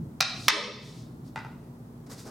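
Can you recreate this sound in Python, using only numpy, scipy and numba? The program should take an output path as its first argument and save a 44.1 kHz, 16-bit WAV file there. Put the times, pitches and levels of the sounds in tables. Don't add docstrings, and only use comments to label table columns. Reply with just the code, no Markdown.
import sys
import numpy as np
from scipy import signal
from scipy.fft import rfft, irfft
from scipy.io import wavfile
from numba import njit

SR = 44100
rng = np.random.default_rng(int(sys.argv[2]) if len(sys.argv) > 2 else 0)


def digitize_waveform(pressure):
    field = np.atleast_2d(pressure).T
    bounded = np.clip(field, -1, 1)
    quanta = np.round(bounded * 32767).astype(np.int16)
    wavfile.write(sys.argv[1], SR, quanta)


N = 101429
BINS_HZ = np.fft.rfftfreq(N, 1 / SR)


def undb(db):
    return 10 ** (np.asarray(db) / 20)


def curve(points):
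    hz, values = np.array(points).T
    return np.interp(np.log(np.maximum(BINS_HZ, 1)), np.log(hz), values)


def noise(spectrum):
    x = irfft(rfft(rng.standard_normal(N)) * undb(curve(spectrum)), N)
    return x / x.std()


def stereo(mid, side):
    return np.array([mid + side, mid - side])


def delay(x, seconds):
    return np.concatenate([np.zeros(int(seconds * SR)), x])[:N]


def swell(t, peak, rise, fall):
    return np.exp(-.5 * ((t - peak) / np.where(t < peak, rise, fall)) ** 2)


def fade(t, t60):
    return np.exp(-np.log(1000) * t / t60)


# f/Hz, level/dB
RUMBLE_SPECTRUM = [(15, -72.5), (25, -41), (45, -25), (87, -9), (108, -5), (149, 2), (185, -7.5), (242, -8),
                   (439, -18.5), (489, -22.5), (1020, -30.5), (1520, -39), (2760, -49.5), (5280, -49),
                   (16000, -50)]
# f/Hz, side re mid/dB
RUMBLE_WIDTH = [(60, -25), (200, -20), (380, -9), (700, -3), (1300, 2), (4400, 1.5), (8000, -3.5),
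                (15000, -5)]
# t/s, level/dB
BASS_DRIFT = [(0, 12.5), (.11, 1), (.16, 0), (.27, -3.5), (.35, 2.5), (.45, -1), (.8, -2.5), (1.15, 0),
              (1.7, -2.5), (2.3, -4.5)]
# f/Hz, rms level/dB
MOTOR_HUM = [(59, -62), (120, -53), (238, -52.5)]


def ventilation(t, rumble_db=-43.5, bass_hz=300):
    side = irfft(rfft(noise(RUMBLE_SPECTRUM)) * undb(curve(RUMBLE_WIDTH)), N)
    air = stereo(noise(RUMBLE_SPECTRUM), side)
    bass = signal.sosfiltfilt(signal.butter(2, bass_hz, fs=SR, output="sos"), air)
    bass_gain = undb(np.interp(t, *np.array(BASS_DRIFT).T))
    air += bass * (bass_gain - 1)
    hum = sum(undb(db) * np.sqrt(2) * np.sin(2 * np.pi * (hz * t + rng.random())) for hz, db in MOTOR_HUM)
    return undb(rumble_db) * air + hum


# t/s, level/dB, contact time/ms, striking spot 0-2
STICK_CONTACTS = [(.2050, -5.5, 0.057, 0), (.2080, 1.5, 0.06, 0), (.4821, 2.5, 0.012, 1),
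                  (.4838, 5, 0.07, 1), (.4860, 5.5, 0.033, 1), (1.3597, -17.5, 0.081, 2),
                  (1.3665, -25, 0.12, 2), (1.3755, -26, 0.085, 2), (1.3845, -33, 0.1, 2),
                  (1.39, -28.5, .03, 2), (1.4485, -23, 0.27, 2)]
# f/Hz, t60/s, level/dB at spots 0, 1, 2
STICK_MODES = [(774.6, .025, -14.5, -20.5, -11), (938, .022, -25, -14, -7), (1204, 0.023, -31, -5.5, -11),
               (1440, 0.018, -14, -15.5, -6), (1642, .025, -19, -9, -11.5), (1955, .03, -19, -5.5, -9.5),
               (2121, .028, -23.5, -5, -23), (2505, .022, -9, -19, -18.5), (2981, 0.016, -22, -7, -28),
               (3640, 0.018, -20.5, -12, -34), (3855, .018, -6.5, -24, -41), (4190, 0.022, -5.5, -15, -41),
               (5116, 0.011, -3.5, -6.5, -37), (5675, 0.008, -7, -5.5, -36)]
# f/Hz, level/dB at spots 0, 1, 2
CRACK_SPECTRA = [(100.6, -23.5, -9.5, -16), (380, -21, -12, -11), (673, -3, -2.5, 15), (2200, -1, 2.5, 5),
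                 (3500, 3.5, 3, -12), (5050, 7.5, 7, 1), (7000, 4, 0.5, -6.5), (10340, -5.5, -1, -14),
                 (15200, 4, -8.5, -32)]


def sticks(t, ring_db=-4.5, crack_db=-4.5, crack_t60_s=.012):
    out, age = np.zeros(N), t[:SR // 8]
    for start, db, contact_ms, spot in STICK_CONTACTS:
        ring = sum((-1) ** n * undb(spot_db[spot]) * np.cos(2 * np.pi * hz * age) * fade(age, t60)
                   for n, (hz, t60, *spot_db) in enumerate(STICK_MODES))
        spectrum = [(hz, spot_db[spot]) for hz, *spot_db in CRACK_SPECTRA]
        crack = noise(spectrum)[:len(age)] * fade(age, crack_t60_s)
        pole = np.exp(-1e3 / (contact_ms * SR))
        blow = signal.lfilter([1 - pole], [1, -pole], undb(ring_db) * ring + undb(crack_db) * crack)
        out += undb(db) * delay(np.pad(blow, (0, N - len(age))), start)
    return out


# delay/s, level/dB, pan (+1 left, -1 right)
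REFLECTIONS = [(.0035, -21.5, 0.86), (.0063, -14, -.5), (.0100, -9.5, 0.45), (.0125, -10.5, -0.12),
               (0.0172, -10, .3), (.0180, -12.5, -0.061)]


def hall_echoes(x, cutoff_hz=7500):
    dull = signal.sosfilt(signal.butter(2, cutoff_hz, fs=SR, output="sos"), x)
    return sum(undb(db) * delay(dull, lag) * stereo([1], np.array([pan])) for lag, db, pan in REFLECTIONS)


# f/Hz, t60/s
TAIL_DECAY = [(150, 0.87), (600, 0.69), (1500, 0.5221), (4000, 0.6422), (5800, 0.5933), (7500, 0.5),
              (10000, 0.45), (14000, 0.03)]
# f/Hz, level/dB
TAIL_SPECTRUM = [(100, 3), (500, 0), (1500, 2.5), (4000, 3), (6500, -3), (9000, -2.5), (15000, -18)]
# f/Hz, side re mid/dB
TAIL_WIDTH = [(100, -25), (400, -18.5), (1000, -10), (2500, -7), (12000, -10.5)]


def hall_tail(x, t, level_db=-5.5, build_s=.0055, scatter_db=-.5, scatter_t60_s=.09):
    mid_side = rfft(rng.standard_normal((2, N))) * undb(curve(TAIL_SPECTRUM))
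    mid_side[1] *= undb(curve(TAIL_WIDTH))
    tail = np.zeros((2, N))
    for centre_hz, t60 in TAIL_DECAY:
        band = curve([(hz, float(hz == centre_hz)) for hz, _ in TAIL_DECAY])
        tail += irfft(mid_side * band, N) * fade(t, t60)
    tail *= 1 - np.exp(-t / build_s)
    tail *= 1 + undb(scatter_db) * fade(t, scatter_t60_s)
    response = stereo(*tail) / np.linalg.norm(tail[0])
    return undb(level_db) * signal.fftconvolve(x[None], response, axes=1)[:, :N]


# peak t/s, rise/s, fall/s, level/dB
SLEEVE_SWISHES = [(.44, 0.052, 0.12, -48.5), (.87, .04, 0.043, -55), (0.989, .05, 0.051, -59.5),
                  (1.279, 0.023, 0.016, -63.5)]
# f/Hz, level/dB
CLOTH_SPECTRUM = [(500, -9), (2500, -4.5), (4500, 8.5), (8000, 0.5), (11000, -6.5), (16000, -21)]


def uniforms(t):
    envelope = sum(undb(db) * swell(t, peak, rise, fall) for peak, rise, fall, db in SLEEVE_SWISHES)
    return noise(CLOTH_SPECTRUM) * envelope


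# t/s, length/s, f/Hz, level/dB
DRONE_PARTIALS = [(.512, 0.074, 315, -27.5), (0.516, 0.058, 418, -24.5), (.555, 0.16, 427, -34),
                  (0.554, .165, 495, -36.5), (.555, 0.056, 572, -27.5), (.665, 0.058, 572, -37.5),
                  (0.532, 0.067, 638, -32), (0.48, 0.22, 208, -36)]


def drone(t, edge_s=.022, waver_depth=.02):
    out = np.zeros(N)
    for start, length, hz, db in DRONE_PARTIALS:
        gate = np.clip(np.minimum(t - start, start + length - t) / edge_s, 0, 1)
        waver = 1 + waver_depth * noise([(30, -1), (120, -56), (500, -120)])
        out += undb(db) * gate * np.sin(2 * np.pi * np.cumsum(hz * waver) / SR)
    return out


# f/Hz, level/dB
THUMP_SPECTRUM = [(30, -12), (160, 1), (300, -6.5), (700, -13), (2000, -28.5), (8000, -54.5)]


def overload_thump(t, start_s=.4838, t60_s=.025, mid_db=-19.5, side_db=-14):
    mid = undb(mid_db) * noise(THUMP_SPECTRUM) * fade(t, t60_s)
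    side = undb(side_db) * noise(THUMP_SPECTRUM) * fade(t, t60_s)
    return stereo(delay(mid, start_s), delay(side, start_s))


# peak t/s, rise/s, fall/s, hiss level/dB, thud level/dB
MAT_SCUFFS = [(2.066, .002, .01, -60, -52.5), (2.099, 0.0014, 0.0064, -64, -50),
              (2.121, 0.014, 0.019, -47.5, -47), (2.193, 0.017, 0.033, -50.5, -58.5),
              (2.272, 0.012, 0.026, -52.5, -44)]
# f/Hz, level/dB
HISS_SPECTRUM = [(300, -12), (1800, 5), (3000, -3), (5000, 7.5), (8000, 2.5), (12000, -4.5), (16000, -10)]
# f/Hz, level/dB
THUD_SPECTRUM = [(100, -4.5), (350, 6.5), (700, 0), (1400, -5.5), (2500, -26), (8000, -39.5)]


def feet(t, grain_db=1.3):
    hiss = noise(HISS_SPECTRUM) * undb(grain_db * noise([(200, 0), (800, -33), (3000, -80)]))
    thud = noise(THUD_SPECTRUM)
    return sum(swell(t, peak, rise, fall) * (undb(hiss_db) * hiss + undb(thud_db) * thud)
               for peak, rise, fall, hiss_db, thud_db in MAT_SCUFFS)


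def scene(side_gain=.33, side_highpass_hz=800, quiet_send_db=-6):
    t = np.arange(N) / SR
    blows = sticks(t)
    quiet = drone(t) + uniforms(t) + feet(t)
    highpass = signal.butter(1, side_highpass_hz, "high", fs=SR, output="sos")
    side = signal.sosfilt(highpass, uniforms(t) + feet(t))
    direct = blows + overload_thump(t) + stereo(quiet, side_gain * side)
    send = blows + undb(quiet_send_db) * quiet
    return direct + hall_echoes(send) + hall_tail(send, t) + ventilation(t)


@njit
def follow(x, attack_s, release_s):
    out, level = np.empty(len(x)), 0.
    for i in range(len(x)):
        level += (x[i] - level) / (SR * (attack_s if x[i] > level else release_s))
        out[i] = level
    return out


def record(dry):
    threshold_db, ratio, ceiling, cutoff_hz = -18.5, 4.8, .62, 16000
    level = follow(np.abs(dry).max(axis=0), attack_s=.0029, release_s=.23)
    gain = np.maximum(level / undb(threshold_db), 1) ** (1 / ratio - 1)
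    clipped = ceiling * np.tanh(dry * gain / ceiling)
    return signal.sosfilt(signal.ellip(8, .2, 70, cutoff_hz, fs=SR, output="sos"), clipped)


dry = scene()
out = record(dry)
digitize_waveform(out)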